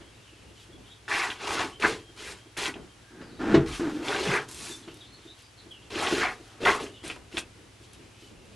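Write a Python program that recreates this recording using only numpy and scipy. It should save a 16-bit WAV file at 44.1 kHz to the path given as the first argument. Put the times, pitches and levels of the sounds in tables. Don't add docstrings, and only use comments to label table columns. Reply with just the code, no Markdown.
import sys
import numpy as np
from scipy import signal
from scipy.fft import rfft, irfft
from scipy.io import wavfile
from scipy.ndimage import uniform_filter1d

SR = 44100
rng = np.random.default_rng(int(sys.argv[2]) if len(sys.argv) > 2 else 0)


def store_pcm(level_fs):
    pcm = np.round(np.clip(level_fs, -1, 1) * 32767).astype(np.int16)
    wavfile.write(sys.argv[1], SR, np.atleast_2d(pcm).T)


N = 377055
TIME = np.arange(N) / SR

# (frequency [Hz], level [dB])
AIR_SPECTRUM = [(20, -26), (42, -10.5), (70, -3.5), (120, -11.5), (165, -10.5), (310, -10), (450, -12.5),
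                (620, -17), (1500, -19), (2900, -19.5), (4200, -23), (7000, -26.5), (10300, -29.5),
                (12000, -37.5)]
STRAW_SPECTRUM = [(400, 1), (1500, -8), (3000, 8), (6000, 0.5), (12000, -9.5)]
SNAP_SPECTRUM = [(500, -17), (3000, -4), (6000, -2.5), (10500, 0), (12000, -6.5)]
# (frequency [Hz], level [dB])
HUM_TONES = [(59.5, -67.5), (103, -63), (119.5, -64)]
# (centre time [s], half length [s], lift [dB])
STRAW_STIRS = [(0.61, 0.048, 13), (3.965, 0.32, 17.5), (4.95, 0.14, 11.5), (5.26, .04, 10),
               (5.4, 0.033, 13.5), (6.487, .11, 10), (7.843, .025, 11.5), (7.95, 0.015, 13),
               (8.24, 0.08, 13)]
# (time [s], level [dB])
STALK_SNAPS = [(4.488, -33), (4.513, -32), (4.545, -30), (4.942, -44), (4.972, -44), (5.135, -47),
               (5.39, -49), (5.422, -46), (5.715, -48), (6.478, -54), (7.078, -31), (7.159, -44),
               (7.933, -40), (8.455, -51)]

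# (time [s], length [s], first pitch [Hz], last pitch [Hz], level [dB], warble depth [ratio])
CHIRPS = [(0.252, 0.051, 3100, 2880, -54, 0.027), (0.545, 0.066, 2990, 3110, -57, .02),
          (0.716, 0.037, 3230, 3410, -50, .02), (0.852, 0.047, 3450, 3210, -52, 0.065),
          (0.892, 0.043, 3750, 3380, -49, 0.075), (1.718, 0.036, 2910, 3420, -49, .02),
          (1.751, .018, 3150, 3080, -50, .02), (4.703, 0.048, 3590, 3520, -40.5, 0.011),
          (4.819, 0.025, 3950, 3450, -45, .07), (4.873, 0.036, 2620, 3030, -49, 0.085),
          (5.002, 0.028, 3900, 3290, -44, .04), (5.037, 0.054, 3700, 3900, -53, 0.07),
          (5.11, 0.054, 4094, 4290, -50.5, 0.024), (5.225, 0.028, 3710, 3250, -54, 0.076),
          (5.266, 0.064, 3460, 4050, -45, 0.018), (5.423, 0.047, 4690, 4950, -55, .03),
          (5.57, 0.048, 4410, 3800, -50, 0.071), (5.702, 0.032, 3610, 2750, -43.5, .04),
          (5.731, 0.05, 2940, 2760, -48.5, 0.023), (5.812, 0.029, 3600, 2740, -53, .1)]
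# (time [s], length [s], first pitch [Hz], last pitch [Hz], level [dB])
WHISTLES = [(1.945, 0.18, 3253, 3205, -54), (2.35, 0.17, 3160, 3240, -64), (2.78, .07, 3150, 3160, -67),
            (2.89, 0.057, 3170, 3200, -59)]
# (centre time [s], half length [s], pitch [Hz], level [dB])
TWITTER_BOUTS = [(0.215, .25, 2984, -61), (0.601, 0.094, 3050, -68), (0.9, 0.052, 3240, -59),
                 (3.303, 0.084, 4180, -58.5), (5.148, .3, 3740, -64.5), (5.836, 0.026, 3160, -58),
                 (6.943, .09, 3000, -54), (7.881, 0.069, 3200, -71), (8.249, 0.28, 2620, -64)]

# (time [s], ring level [dB], crack level [dB])
BLOWS = [(.005, -44, -38.5), (0.322, -48, -48), (.51, -50, -60), (.687, -45, -62), (1.289, -37.5, -41),
         (1.478, -38, -45), (1.541, -31, -46), (1.64, -29.5, -42), (1.838, -22, -25), (2.088, -45, -46),
         (2.456, -45, -52), (2.678, -30.5, -47), (2.753, -34.5, -49), (3.209, -40, -36.5),
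         (3.302, -55, -59), (3.541, -4.5, -11), (3.56, -20, -26), (3.571, -14, -42), (3.799, -26, -38),
         (4.697, -36, -54), (4.874, -34.5, -34), (5.179, -46, -47), (5.25, -41, -48), (5.657, -43.5, -52),
         (5.956, -25.5, -44), (6.123, -15.5, -36), (6.398, -40.5, -62), (6.828, -35, -45),
         (7.036, -34, -35), (7.337, -32.5, -48), (7.58, -49, -60), (7.801, -46.5, -63), (7.989, -47.5, -60),
         (8.221, -43.5, -62)]
# (frequency [Hz], level [dB], 60 dB decay time [s])
STAND_MODES = [(40.2, -33, 1), (87.2, -26, 0.53), (141.4, -23.5, 0.24), (162.2, -30.5, 0.23),
               (268.4, -11, 0.17), (335.8, 7.5, 0.044), (325.6, -23, 0.34), (398.8, -9, 0.14),
               (461, -15, 0.13), (661, -17.5, 0.092), (837, -24, 0.048)]
# (frequency [Hz], level [dB])
HOOF_SPECTRUM = [(30, -62), (150, 11), (400, -5), (560, 3.5), (800, -2.5), (1400, 0), (2500, -5.5),
                 (4000, -11), (7000, -24.5), (12000, -44)]
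SPATTER_SPECTRUM = [(200, -5), (800, -0.5), (1600, -0.5), (2600, 1), (3600, -2.5), (4600, -14), (7000, -11),
                    (12000, -37)]

# (time [s], level [dB], resonance of the struck spot [Hz])
SPATTERS = [(1.08, -19.5, 1740), (1.302, -17.5, 3300), (1.316, -20.5, 3100), (1.358, -29.5, 1090),
            (1.472, -33, 900), (1.507, -16, 1150), (1.521, -19, 1150), (1.606, -20, 5200),
            (1.798, -28, 2780), (1.823, -10, 2580), (2.567, -24, 2510), (2.657, -9.5, 3520),
            (2.74, -26, 2980), (4.083, -12, 3350), (4.146, -14, 1500), (4.162, -15, 2650),
            (5.952, -20, 2900), (5.999, -30, 2600), (6.065, -15.5, 3080), (6.071, -15, 3020),
            (6.199, -23, 2300), (6.25, -16, 2180), (6.651, -10.5, 3040), (6.673, -11, 3400),
            (6.691, -13, 3240), (6.810, -34, 3300), (6.826, -32, 3320), (6.865, -32, 2880),
            (7.038, -34, 2070), (7.064, -27, 3400), (7.099, -18, 2600), (7.11, -25, 2400),
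            (7.123, -31, 2700), (7.162, -31, 895), (7.327, -33, 3000), (7.370, -11, 3300),
            (7.380, -15, 2550), (7.389, -26, 2600)]
# (frequency [Hz], width [Hz], lift [dB])
PAIL_MODES = [(784, 210, 3), (981, 37, 5), (1130, 68, 4), (1270, 56, 3.5), (1425, 29, 6.5), (1490, 60, 3.5),
              (1550, 26, 2), (1606, 70, 4.5), (1730, 47, 3), (1930, 60, 1.5), (2260, 45, -0.5),
              (2314, 50, 2), (2490, 76, 2.5), (2930, 71, -4), (3170, 77, 2.5), (3445, 110, 3.5),
              (4190, 190, 3)]
# (time [s], attack [s], hold [s], release [s], swell over the hold [dB],
# patter level [dB], fizz level [dB], hollow note level [dB])
SQUIRTS = [ (1.082, 0.069, 0.099, 0.23, -4, -36, -43.5, -43.5),
           (1.385, 0.04, 0.035, 0.088, 2.5, -42.5, -55, -48),
           (1.469, 0.0089, 0.13, 0.14, 8, -37, -45, -38.5),
           (1.797, 0.044, 0.079, 0.13, -2.5, -37.5, -45.5, -34),
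           (2.161, 0.044, 0.11, 0.15, -1, -47, -53, -49),
           (2.568, 0.0088, 0.097, 0.067, 1, -36.5, -42.5, -40),
           (3.656, 0.0067, 0.092, 0.17, 4.5, -44.5, -50, -54),
           (4.025, 0.058, 0.28, 0.13, 2, -37.5, -47, -33.5), (4.479, 0.0052, 0.2, 0.2, 12.5, -53, -49, -73),
           (5.901, 0.11, 0.22, 0.18, 0.5, -36, -45.5, -34),
           (6.602, 0.02, 0.021, 0.056, 3.5, -42.5, -54, -33),
           (6.652, 0.0046, 0.048, 0.17, 4, -34, -42.5, -29.5),
           (6.792, 0.01, 0.032, 0.15, -0.5, -49.5, -56, -38.5),
           (7.03, 0.017, 0.068, 0.12, 0.5, -48, -52.5, -49),
           (7.313, 0.056, 0.0088, 0.05, 10.5, -43, -47, -39), ]
# (centre time [s], half length [s], churning lift [dB], bubble pitch [Hz])
PLUNGES = [(1.116, 0.019, 10, 1420), (1.153, 0.012, 3.5, 1650), (1.177, 0.08, 8.5, 1820),
           (1.258, 0.04, 5.5, 1280), (1.472, 0.069, 5, 1140), (1.646, 0.09, 5.5, 1200),
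           (1.851, 0.025, 20.5, 1500), (2.277, 0.03, 7, 1910), (2.597, 0.012, 3.5, 2170),
           (4.118, 0.059, 6.5, 1130), (2.687, 0.027, 9, 2070), (4.361, 0.075, 13.5, 1530),
           (6.059, 0.06, 5.5, 1090), (6.273, 0.073, 15.5, 1580), (6.679, 0.033, 17, 1640),
           (6.769, 0.043, 9, 920)]
# (frequency [Hz], level [dB])
CHURN_SPECTRUM = [(200, -41), (500, 0), (750, 4), (1100, 1.5), (1500, -2), (2100, 3), (2700, -1.5),
                  (3600, -46), (8000, -42)]
PATTER_SPECTRUM = [(300, -17), (1200, -21.5), (2200, -5.5), (2800, -0.5), (3500, -5), (4400, -6.5),
                   (5500, -10), (8000, -19), (12000, -47)]
FIZZ_SPECTRUM = [(1500, -19), (4000, -0.5), (5800, 0), (8000, -0.5), (10000, -2.5), (11200, -4.5),
                 (12000, -13)]
HOLLOW_SPECTRUM = [(30, -29), (85, -9.5), (150, -13.5), (250, -9), (330, -3.5), (420, 5.5), (500, -5),
                   (620, -6.5), (1200, -43.5)]

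# (time [s], attack [s], hold [s], release [s], swell over the hold [dB],
# scrape level [dB], rumble level [dB])
HOOF_DRAGS = [(2.752, 0.009, 0.036, 0.41, -12, -53, -49), (3.103, 0.099, 0.25, 0.85, -6, -58.5, -49),
              (3.39, 0.021, 0.13, 0.22, 6.5, -36, -31), (3.792, 0.0082, 0.11, 0.06, 0.5, -40, -45),
              (3.935, 0.021, 0.08, 0.047, 4, -48.5, -46), (4.407, 0.016, 0.43, 0.83, 0, -62.5, -55),
              (6.39, 0.062, 0.33, .1, 9, -57.5, -58.5)]
# (frequency [Hz], level [dB])
SCRAPE_SPECTRUM = [(200, -10), (560, 0), (800, 4.5), (1000, -0.5), (1400, 4), (2200, -6), (4000, -15.5),
                   (8000, -25.5), (12000, -40)]
BOARD_SPECTRUM = [(30, -4), (80, -2.5), (160, 4), (320, 17), (430, 9), (560, -4.5), (1200, -44.5)]
# (time [s], length [s], loudest point [share of length],
# first pitch [Hz], pitch at the loudest [Hz], last pitch [Hz], level [dB])
GROANS = [(3.036, 0.26, .6, 1630, 1583, 1560, -58.5), (3.426, 0.053, 0.26, 350, 313, 205, -30),
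          (3.475, 0.036, .45, 270, 297, 290, -28), (3.496, 0.13, 0.45, 230, 165.3, 125, -22.5),
          (3.634, 0.136, 0.396, 120, 80, 40, -37), (3.796, 0.065, 0.22, 257.4, 328.5, 337, -23.5),
          (3.852, 0.043, 0.47, 329.3, 292, 256, -24), (3.921, 0.114, 0.36, 291, 311.5, 357, -29.5),
          (4.271, 0.048, 0.44, 215, 159, 103, -27)]

# (frequency [Hz], 60 dB decay time [s])
YARD_DECAY = [(1000, 0.24), (3500, 0.13), (8000, .2)]
BARN_DECAY = [(150, 0.45), (500, 0.29), (1400, 0.17), (4000, 0.1), (10000, 0.054)]
# (frequency [Hz], gain [dB])
AIR_SIDE = [(60, -13), (170, -8.5), (500, -4), (1440, -4), (4160, -5.5), (12000, -4)]
NEAR_SIDE = [(100, -53), (250, -41), (500, -27.5), (1000, -29), (2000, -27.5), (4000, -29), (8000, -22),
             (12000, -14)]


def amp(db):
    return 10 ** (np.asarray(db) / 20)


def unit_rms(x):
    return x / np.sqrt(np.mean(x ** 2) + 1e-20)


def value_at(points, hz):
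    f, value = np.transpose(points)
    return np.interp(np.log(hz + 1), np.log(f + 1), value)


def add(mix, start, sound):
    part = mix[max(round(start * SR), 0):][:len(sound)]
    part += sound[:len(part)]


def colour(x, spectrum, modes=(), size=4096):
    hz = abs(np.fft.fftfreq(size, 1 / SR))
    peaks_db = sum(lift / (1 + (2 * (hz - f) / width) ** 2) for f, width, lift in modes)
    log_gain = np.log(amp(value_at(spectrum, hz) + peaks_db))
    response = np.fft.ifft(np.exp(np.conj(signal.hilbert(log_gain)))).real
    return signal.oaconvolve(x, response[:size // 2])[:len(x)]


def wander(rate_hz):
    rolloff = 1 + (np.fft.rfftfreq(N, 1 / SR) / rate_hz) ** 4
    return unit_rms(irfft(rfft(rng.standard_normal(N)) / rolloff, N))


def impacts(per_s, spread_db):
    sizes = amp(spread_db * np.minimum(rng.exponential(1, N), 4))
    return sizes * rng.choice([-1, 1], N) * (rng.random(N) < per_s / SR)


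def crack(spectrum, t60, modes=(), size=4000):
    decay = amp(-60 * np.arange(size) / SR / t60)
    burst = colour(rng.standard_normal(size) * decay, spectrum, modes)
    return burst / abs(burst).max()


def air():
    mid, side = (unit_rms(colour(rng.standard_normal(N), AIR_SPECTRUM, size=16384)) for _ in range(2))
    noise = stereo(mid, side, AIR_SIDE)
    rumble = signal.sosfiltfilt(signal.butter(2, 603, fs=SR, output="sos"), noise)
    hiss = noise - rumble
    return amp(-55.5) * (rumble * amp(4 * wander(rate_hz=3.9)) + hiss * amp(0.45 * wander(rate_hz=5.2)))


def hum():
    out = np.zeros(N)
    for hz, db in HUM_TONES:
        amplitude = np.sqrt(2) * amp(db + 2 * wander(rate_hz=6.9))
        out += amplitude * np.sin(2 * np.pi * (hz * TIME + rng.random()))
    return out


def straw():
    rustle = unit_rms(colour(impacts(per_s=2000, spread_db=1.0), STRAW_SPECTRUM))
    stir_db = sum(db * np.exp(-((TIME - centre) / half) ** 2) for centre, half, db in STRAW_STIRS)
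    out = amp(-69.5 + stir_db) * rustle
    for start, db in STALK_SNAPS:
        add(out, start, amp(db) * crack(SNAP_SPECTRUM, t60=0.025))
    return out


def bird_note(length, first_hz, last_hz, warble=0, trill_hz=96.4):
    hz = np.linspace(first_hz, last_hz, max(int(length * SR), 2))
    trill = np.sin(2 * np.pi * (trill_hz * TIME[:len(hz)] + rng.random()))
    jitter = unit_rms(uniform_filter1d(rng.standard_normal(len(hz)), size=100))
    hz = hz * (1 + warble * (trill + 0.64 * jitter))
    return np.sin(2 * np.pi * np.cumsum(hz) / SR) * signal.windows.tukey(len(hz), .6)


def birds(twitter_per_s=45):
    chirps, whistles, twitter = np.zeros((3, N))
    for start, length, first_hz, last_hz, db, warble in CHIRPS:
        add(chirps, start, amp(db) * bird_note(length, first_hz, last_hz, warble))
    flutter = unit_rms(amp(3 * wander(rate_hz=160)))
    chirps *= amp(-4.5) * flutter
    for start, length, first_hz, last_hz, db in WHISTLES:
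        add(whistles, start, amp(db) * bird_note(length, first_hz, last_hz))
    for centre, half, bout_hz, db in TWITTER_BOUTS:
        for start in np.arange(centre - half, centre + half, 1 / twitter_per_s):
            delay, pitch, glide = rng.uniform(-0.92, 1, 3)
            hz = bout_hz * (1 + 0.168 * pitch)
            note = bird_note(0.0333, hz, hz * (1 + 0.132 * glide), warble=0.026)
            add(twitter, start + delay / twitter_per_s, amp(db) * note)
    echoes = reflections(amp(2) * chirps + amp(-6) * whistles + twitter, YARD_DECAY)
    return chirps + whistles + echoes


def knocks(weight_shifts=8, flex_below_hz=200):
    t, out = TIME[:SR], np.zeros(N)
    shifts = [(when * N / SR, -56 - 6 * soft, -70) for when, soft in rng.random((weight_shifts, 2))]
    for start, ring_db, crack_db in BLOWS + shifts:
        onset_s = 0.0036 + 0.0033 / (1 + amp(ring_db + 36))
        press = 1 - np.exp(-(t / onset_s) ** 2)
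        detunes = 1 + 0.011 * rng.standard_normal(len(STAND_MODES))
        flex_db = 0.15 * max(ring_db + 8, 0)
        ring = np.zeros(SR)
        for (hz, mode_db, t60), detune in zip(STAND_MODES, detunes):
            decay = amp(mode_db + flex_db * (hz < flex_below_hz) - 60 * t / t60)
            ring += press * decay * np.sin(2 * np.pi * hz * detune * t)
        contact = press * crack(HOOF_SPECTRUM, t60=0.12, size=SR)
        add(out, start, amp(ring_db) * ring / abs(ring).max() + amp(crack_db) * contact)
    return out


def spatters():
    out = np.zeros(N)
    for start, db, hz in SPATTERS:
        spot_mode = (hz, 0.52 * hz, 14)
        add(out, start, amp(db - 6) * crack(SPATTER_SPECTRUM, t60=0.04, modes=PAIL_MODES + [spot_mode]))
    return out


def stroke(start, attack, hold, release, swell_db, open_s=0.0026):
    t = TIME - start
    build = np.clip(t / open_s, 0, 1) * np.interp(t, [0, attack], [0.21, 1])
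    held = np.clip((t - attack) / hold, 0, 1) - .5
    released = np.clip((t - attack - hold) / release, 0, 10)
    return build * amp(swell_db * held - 31.5 * released)


def squeezes(foam_linger_s=0.0073):
    patter, fizz, hollow = np.zeros((3, N))
    for start, attack, hold, release, swell_db, patter_db, fizz_db, hollow_db in SQUIRTS:
        flow = stroke(start, attack, hold, release, swell_db)
        patter += amp(patter_db) * flow
        hollow += amp(hollow_db) * flow
        fizz += amp(fizz_db) * stroke(start, attack, hold + foam_linger_s, release, swell_db)
    return patter, fizz, hollow


def bubbles(per_s, cycles, rise, band_hz, spread_db, sizes):
    out = np.zeros(N)
    for hz in np.geomspace(*band_hz, sizes):
        age = np.arange(int(SR * cycles / hz)) * hz / (SR * cycles)
        ring = np.sin(2 * np.pi * cycles * age * (1 + rise * age)) * amp(-45 * age)
        out += np.sqrt(hz) * unit_rms(signal.oaconvolve(impacts(per_s / sizes, spread_db), ring)[:N])
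    return unit_rms(out)


def resonate(x, hz, width_hz):
    carrier = np.exp(2j * np.pi * np.cumsum(hz) / SR)
    pole = np.exp(-np.pi * width_hz / SR)
    return 2 * (carrier * signal.lfilter([1 - pole], [1, -pole], x / carrier)).real


def churning(cloud, rest_hz=1420.0):
    lift_db, bubble_hz = np.full(N, -1.5), np.full(N, rest_hz)
    for centre, half, db, hz in PLUNGES:
        progress = (TIME - centre) / half
        depth = np.exp(-progress ** 2)
        lift_db += depth * db
        bubble_hz += depth * (hz * (1 - 0.17 * np.tanh(progress)) - rest_hz)
    bubble_hz *= 1 + 0.059 * wander(rate_hz=32)
    gurgles = bubbles(per_s=260, cycles=40, rise=0.05, band_hz=(700, 3400), spread_db=1.5, sizes=28)
    ringing = resonate(cloud + amp(-1) * gurgles, bubble_hz, width_hz=1040)
    return amp(lift_db) * unit_rms(colour(ringing, CHURN_SPECTRUM, PAIL_MODES))


def pattering(trapped_bubbles):
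    strikes = unit_rms(impacts(per_s=2500, spread_db=-4.0))
    drops = unit_rms(impacts(per_s=160, spread_db=1.5))
    excitation = strikes + amp(-20) * drops + 0.34 * trapped_bubbles
    return unit_rms(colour(excitation, PATTER_SPECTRUM, PAIL_MODES))


def foam():
    beads = bubbles(per_s=520, cycles=120, rise=0.03, band_hz=(3200, 10000), spread_db=1.2, sizes=26)
    bursts = unit_rms(impacts(per_s=4500, spread_db=-0.8))
    clumps = amp(2.2 * wander(rate_hz=16))
    return unit_rms(colour(bursts + amp(-7.5) * beads, FIZZ_SPECTRUM) * clumps)


def hollow_note():
    gulps = bubbles(per_s=110, cycles=12.7, rise=0.014, band_hz=(293.4, 443), spread_db=1.0, sizes=8)
    cavity = unit_rms(colour(impacts(per_s=2500, spread_db=4.0), HOLLOW_SPECTRUM))
    return unit_rms(cavity + amp(-3) * gulps)


def milk():
    flutter = amp(0.63 * wander(rate_hz=130))
    patter_gain, fizz_gain, hollow_gain = squeezes()
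    large = bubbles(per_s=4500, cycles=18, rise=0.12, band_hz=(538, 3250), spread_db=2.0, sizes=20)
    small = bubbles(per_s=1400, cycles=127, rise=0.074, band_hz=(2024, 6760), spread_db=3.5, sizes=20)
    splash = patter_gain * (churning(large) + pattering(small))
    fizz = amp(2) * fizz_gain * foam()
    hollow = amp(-1) * hollow_gain * hollow_note()
    return flutter * (splash + fizz + hollow)


def hoof_drag():
    catches = impacts(per_s=3000, spread_db=1.0)
    scrape = unit_rms(colour(catches, SCRAPE_SPECTRUM))
    rumble = unit_rms(colour(catches, BOARD_SPECTRUM))
    return sum(stroke(*shape) * (amp(scrape_db) * scrape + amp(rumble_db) * rumble)
               for *shape, scrape_db, rumble_db in HOOF_DRAGS)


def groans():
    out = np.zeros(N)
    slip = 1 + 0.0297 * wander(rate_hz=78)
    grip = amp(3.5 * wander(rate_hz=173))
    for start, length, loudest, first_hz, loudest_hz, last_hz, db in GROANS:
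        age = np.clip((TIME - start) / length, 0, 1)
        hz = np.interp(age, [0, loudest, 1], [first_hz, loudest_hz, last_hz]) * slip
        arch = amp(db + np.interp(age, [0, loudest, 1], [-5.5, 0, -11.5]))
        envelope = uniform_filter1d(arch * (age > 0) * (age < 1), size=200)
        out += envelope * grip * np.sin(2 * np.pi * np.cumsum(hz) / SR)
    return out


def reflections(x, decays, per_s=4000, size=256):
    taps = rng.standard_normal(SR) * (rng.random(SR) < per_s / SR) * (TIME[:SR] > .004)
    hz, t, bands = signal.stft(taps, SR, nperseg=size)
    bands = bands * amp(-60 * t / value_at(decays, hz)[:, None])
    tail = rfft(signal.istft(bands, SR, nperseg=size)[1][:SR])
    flat = tail / np.sqrt(uniform_filter1d(abs(tail) ** 2, size=40))
    return signal.oaconvolve(x, irfft(flat)[:SR // 2])[:N]


def barn(x, patterns=5, crossfade_s=0.07):
    out = np.zeros(N)
    for k in range(patterns):
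        away = (TIME / crossfade_s - k + 1) % patterns - 1
        out += reflections(x * np.cos(np.pi / 2 * np.minimum(away, 1)), BARN_DECAY)
    return out


def stereo(mid, side, side_gains):
    difference = irfft(rfft(side) * amp(value_at(side_gains, np.fft.rfftfreq(N, 1 / SR))), N)
    return np.array([mid + difference, mid - difference])


def scene():
    sounds = milk() + spatters() + knocks() + hoof_drag() + groans() + straw() + birds()
    mid = sounds + amp(-7) * barn(sounds)
    side = reflections(sounds, BARN_DECAY)
    add(side, 0.0053, amp(8) * sounds)
    return stereo(mid, side, NEAR_SIDE) + air() + hum()


def record(dry):
    channels = dry * amp([[.2], [-.2]])
    lowpass = signal.firwin(511, 12000, window=("kaiser", 9), fs=SR)
    return signal.oaconvolve(channels, lowpass[None], "same")


dry = scene()
out = record(dry)
store_pcm(out)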